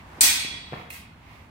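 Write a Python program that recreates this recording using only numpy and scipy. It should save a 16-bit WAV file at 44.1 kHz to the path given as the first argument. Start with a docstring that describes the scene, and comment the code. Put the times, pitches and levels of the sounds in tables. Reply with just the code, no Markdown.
"""Fencing in a reverberant gym.

Thin steel blades meet in one sharp clash, chatter and ring on in their modes.
Later a blade gives a light clink. Shoes knock and thud on the rubber floor,
jackets swish, and ventilation rumbles underneath."""
import sys
import numpy as np
from scipy import signal
from scipy.fft import rfft, irfft, next_fast_len
from scipy.io import wavfile

SR = 44100
rng = np.random.default_rng(int(sys.argv[2]) if len(sys.argv) > 2 else 0)


def persist_wave(psi):
    """Save psi, clipped to +-1, as 16-bit WAV."""
    counts = np.round(np.clip(psi, -1, 1) * 32767).astype(np.int16)
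    wavfile.write(sys.argv[1], SR, np.atleast_2d(counts).T)


N = 66150
T = np.arange(N) / SR

# hall decay: freq_hz, t60_s
GYM_DECAY = [(100, .55), (400, 0.54), (1000, 0.7), (2200, 1), (4000, 0.94), (6000, 0.56), (8500, 0.51),
             (12000, 0.38), (16000, 0.33)]
# ventilation rumble: freq_hz, gain_db
RUMBLE_SPECTRUM = [(20, -21.5), (40, -32), (55, 0), (80, 2), (130, -4), (250, -8.5), (400, -27),
                   (800, -56.5)]
# background room noise: freq_hz, gain_db
ROOM_NOISE_SPECTRUM = [(100, -2.5), (300, -3), (550, -5.5), (950, 1), (1450, -5), (2100, -7.5),
                       (3200, -14.5), (5000, -22.5), (9000, -28), (15000, -33)]
# background room noise level: time_s, level_db
ROOM_NOISE_LEVEL = [(0, -50.5), (.2, -45), (.65, -51), (1.15, -54.5), (1.5, -54)]
# jacket movements: centre_s, sigma_s, rustle_db, hiss_db
JACKET_SWISHES = [(0, 0.019, -51, -71), (0.782, 0.06, -47.5, -65), (1.341, 0.079, -52, -66.5)]
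# cloth spectra: freq_hz, gain_db
RUSTLE_SPECTRUM = [(200, -15), (600, -1.5), (1100, 3.5), (1500, -8), (2100, 5.5), (3200, -5), (5000, -14.5),
                   (9000, -27.5)]
HISS_SPECTRUM = [(2000, -5), (4500, 3.5), (7000, -4), (10000, -3), (13000, -2.5), (16000, -3)]
# shoes meeting the mat: start_s, level_db, pitch_hz
SHOE_IMPACTS = [(0.1853, -29.5, 317), (.4480, -24.5, 270), (0.512, -35, 227), (.539, -36, 211),
                (0.7236, -19, 446), (0.7322, -18, 670), (0.7374, -21.5, 205), (0.7396, -20.5, 816)]
# clink ring: freq_hz, level_db, t60_s, pan_db (left minus right)
LIGHT_MODES = [(1940, -52, 0.4, -4), (2087, -47, 0.22, -15), (2235, -58, 0.14, 0), (2540, -37, 0.031, -13),
               (2740, -46.5, .25, -2), (4204, -55, .15, 0), (8489, -50.5, .04, 12)]
# clink tick spectrum, direct ring colour: freq_hz, gain_db
TICK_SPECTRUM = [(500, -13), (1400, -8), (2300, 1.5), (3600, -3.5), (7000, -4.5), (8800, 1), (11000, -2),
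                 (15000, 1)]
LIGHT_DIRECT_EQ = [(2000, -5), (2560, 2.5), (4200, 6)]
# blades chattering against each other: start_s, level_db
BLADE_CONTACTS = [(.2085, -2), (.2100, -3), (.2124, -1), (.2146, 0), (.2178, -2), (.2218, -6), (.2308, -5)]
# crack spectrum, its treble beaming, direct ring colour: freq_hz, gain_db
CRACK_SPECTRUM = [(40, -44.5), (150, -19), (450, -18.5), (900, -8.5), (1500, -11), (2200, -3), (3300, -7.5),
                  (4300, -3), (6500, -2.5), (8500, -2), (10500, -5), (15000, -2)]
CRACK_DIRECT_EQ = [(600, -2.5), (2400, -4), (3300, -6), (4300, 0.5), (7000, 3), (13000, -1)]
BLADE_DIRECT_EQ = [(600, -2), (2400, -7.5), (3400, -12), (4400, -1.5), (8500, -2), (13000, -8)]
# clusters of close overtones: centre_hz, half_width_hz, direct_db, hall_db, pan_db
ZING_BANDS = [(4390, 690, -19.5, -30, -4), (8250, 600, -11.5, -24.5, 9), (13300, 160, -29, -16, 8.5)]
# ring of both blades: freq_hz, level_db, t60_s, pan_db
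BLADE_MODES = [ (570, -37, .06, -2), (947, -37, .15, -3), (1076, -39, .15, -3), (1849, -33, .22, -3),
               (2190, -29, .15, -3), (2394, -22.5, .38, -3), (2712, -34, .55, -2), (3040, -33, .25, -2),
               (3333, -29, .75, -2), (3363, -25.5, .8, -2), (3665, -29, .6, -2), (3795, -33, .95, -2),
               (4140, -26, .2, -4), (4522, -26.5, .3, -3), (4680, -30, .2, -3), (5040, -29, .35, -2),
               (5232, -27, .15, -2), (5534, -28, .08, -2), (5933, -26, .3, -1), (6040, -25, .18, -1),
               (6345, -27, .35, -1), (6411, -26, .38, -1), (6933, -29, .12, 0), (7408, -25, .17, 1),
               (7714, -27, .3, 1), (7865, -24, .22, 2), (8260, -21, .22, 3), (8291, -21, .22, 3),
               (8794, -20, .16, 3), (8850, -15, .09, 5), (9390, -20, .07, 3), (10702, -27, .07, 1),
               (12628, -27, .14, 1), (13380, -21.5, .15, 2)]


def amp(db):
    return 10 ** (np.asarray(db) / 20)


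def unit_rms(x):
    return x / np.sqrt(np.mean(x ** 2) + 1e-20)


def pan(db):
    """Stereo gains; positive is left."""
    return amp(np.array([[db / 2], [-db / 2]]))


def decay(start_s, t60_s):
    """Sudden onset, exponential fall."""
    return (T >= start_s) * np.exp(-np.log(1000) * np.maximum(T - start_s, 0) / t60_s)


def log_interp(points, hz):
    """Table value on a log frequency axis."""
    freqs_hz, values = np.transpose(points)
    return np.interp(np.log(hz + 1), np.log(freqs_hz + 1), values)


def filtered(x, response):
    """Apply the gain response(hz) by FFT."""
    size = next_fast_len(N + 8192)
    return irfft(rfft(x, size) * response(np.fft.rfftfreq(size, 1 / SR)), size)[..., :N]


def noise(response, mono_hz=470):
    """Stereo noise, rms 1, near mono in the bass."""
    def mid_side_gains(hz):
        angle = np.pi / 4 * (.15 + .85 * hz ** 3 / (hz ** 3 + mono_hz ** 3))
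        return response(hz) * np.array([np.cos(angle), np.sin(angle)])
    mid, side = filtered(rng.standard_normal((2, N)), mid_side_gains)
    return unit_rms(np.array([mid + side, mid - side]))


def coloured(spectrum):
    return noise(lambda hz: amp(log_interp(spectrum, hz)))


def gym_response(t60_scale=1, build_s=.024, early_share=.35):
    """Echoes build up, then each frequency dies at its own rate."""
    hz, time_s, bins = signal.stft(noise(np.ones_like), SR, nperseg=256)
    t60_s = t60_scale * log_interp(GYM_DECAY, hz)[:, None]
    tail = signal.istft(bins * np.exp(-np.log(1000) * time_s / t60_s), SR, nperseg=256)[1][:, :N]
    build = early_share + (1 - early_share) * np.minimum(T / build_s, 1) ** 2
    return unit_rms(tail * build) / np.sqrt(N)


def echo(x, hall):
    return signal.fftconvolve(x, hall, axes=1)[:, :N]


def ventilation(level_db=-50.5):
    """Steady low rumble."""
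    return amp(level_db) * coloured(RUMBLE_SPECTRUM)


def room_noise():
    """Background room noise, louder at the start and then settling."""
    gain = amp(np.interp(T, *np.transpose(ROOM_NOISE_LEVEL)))
    return pan(db=-2) * gain * coloured(ROOM_NOISE_SPECTRUM)


def jackets():
    """Cloth rustles and hisses as the fencers move."""
    rustle, hiss = coloured(RUSTLE_SPECTRUM), coloured(HISS_SPECTRUM)
    out = np.zeros((2, N))
    for centre_s, sigma_s, rustle_db, hiss_db in JACKET_SWISHES:
        swell = np.exp(-.5 * ((T - centre_s) / sigma_s) ** 2)
        out += swell * (amp(rustle_db) * rustle + amp(hiss_db) * hiss)
    return pan(db=-4.5) * out


def footsteps(rise_s=.00043, knock_cycles=4.72, thud_hz=149, low_hz=90, top_hz=2800, hall_low_hz=220):
    """Heel and sole give a hollow knock, low thud and small slap, dulled by the mat."""
    lowpass = lambda hz: 1 / (1 + (hz / top_hz) ** 4)
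    slap_noise = noise(lowpass)
    impacts = np.zeros((2, N))
    for start_s, level_db, pitch_hz in SHOE_IMPACTS:
        age_s = T - start_s
        press = 1 - np.exp(-np.maximum(age_s, 0) / rise_s)
        knock = press * decay(start_s, knock_cycles / pitch_hz) * np.sin(2 * np.pi * pitch_hz * age_s)
        thud = amp(-8.5) * decay(start_s, t60_s=.04) * np.sin(2 * np.pi * thud_hz * age_s)
        slap = amp(-10.5) * decay(start_s, t60_s=.017) * slap_noise
        impacts += amp(level_db) * (slap - knock - thud)
    direct = filtered(impacts, lambda hz: (1j * hz / (low_hz + 1j * hz)) ** 2 * lowpass(hz))
    send = filtered(direct, lambda hz: 1j * hz / (hall_low_hz + 1j * hz))
    return direct + amp(-2.5) * echo(send, gym_response())


def steel_ring(modes, start_s, hall, direct_eq):
    """Decaying steel modes, heard directly and through the hall."""
    out = np.zeros((2, N))
    for hz, level_db, t60_s, pan_db in modes:
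        phases = rng.uniform(0, 2 * np.pi, (2, 1))
        tone = decay(start_s, t60_s) * np.sin(2 * np.pi * hz * (T - start_s) + phases)
        wet = echo(tone, hall)
        wet *= np.linalg.norm(tone[0]) / np.linalg.norm(wet, axis=1, keepdims=True)  # equal energy
        direct = amp(log_interp(direct_eq, hz)) * tone
        out += amp(level_db) * pan(pan_db) * (direct + wet)
    return out


def clink(start_s=.902, t60_s=.11, rebound_s=.034, ring_lag_s=.0025):
    """A light, bright touch of steel and its weaker rebound."""
    envelope = decay(start_s, t60_s) + amp(-4) * decay(start_s + rebound_s, t60_s)
    tick = envelope * coloured(TICK_SPECTRUM)
    hall = gym_response(t60_scale=.65)  # the clink's echo is cut short
    ring = steel_ring(LIGHT_MODES, start_s + ring_lag_s, hall, LIGHT_DIRECT_EQ)
    return amp(-38) * tick + amp(-34) * echo(tick, hall) + ring


def chatter(t60_s):
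    """Envelope of the blade contacts, summed in power."""
    return np.sqrt(sum((amp(db) * decay(start_s, t60_s)) ** 2 for start_s, db in BLADE_CONTACTS))


def clash():
    """Each contact cracks and zings; the blades ring on from the first."""
    crack = chatter(t60_s=.034) * coloured(CRACK_SPECTRUM)
    beamed = filtered(crack, lambda hz: amp(log_interp(CRACK_DIRECT_EQ, hz)))
    direct = amp(-13) * pan(db=-3) * beamed
    send = amp(-6) * pan(db=-2) * crack
    for centre_hz, half_width_hz, direct_db, hall_db, pan_db in ZING_BANDS:
        band = noise(lambda hz: 1 / (1 + ((hz - centre_hz) / half_width_hz) ** 2))
        zing = chatter(t60_s=.02) * band
        direct += amp(direct_db) * pan(pan_db) * zing
        send += amp(hall_db) * pan(pan_db / 2) * zing
    wet = echo(send, gym_response())
    first_contact_s = BLADE_CONTACTS[0][0]
    return direct + wet + steel_ring(BLADE_MODES, first_contact_s, gym_response(), BLADE_DIRECT_EQ)


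def scene():
    return clash() + clink() + footsteps() + jackets() + ventilation() + room_noise()


def record(dry, ceiling=.8, top_hz=15900):
    """Soft peak limit, then a steep lowpass."""
    limited = dry / (1 + np.abs(dry / ceiling) ** 6) ** (1 / 6)
    return filtered(limited, lambda hz: 1 / (1 + (hz / top_hz) ** 160))


dry = scene()
out = record(dry)
persist_wave(out)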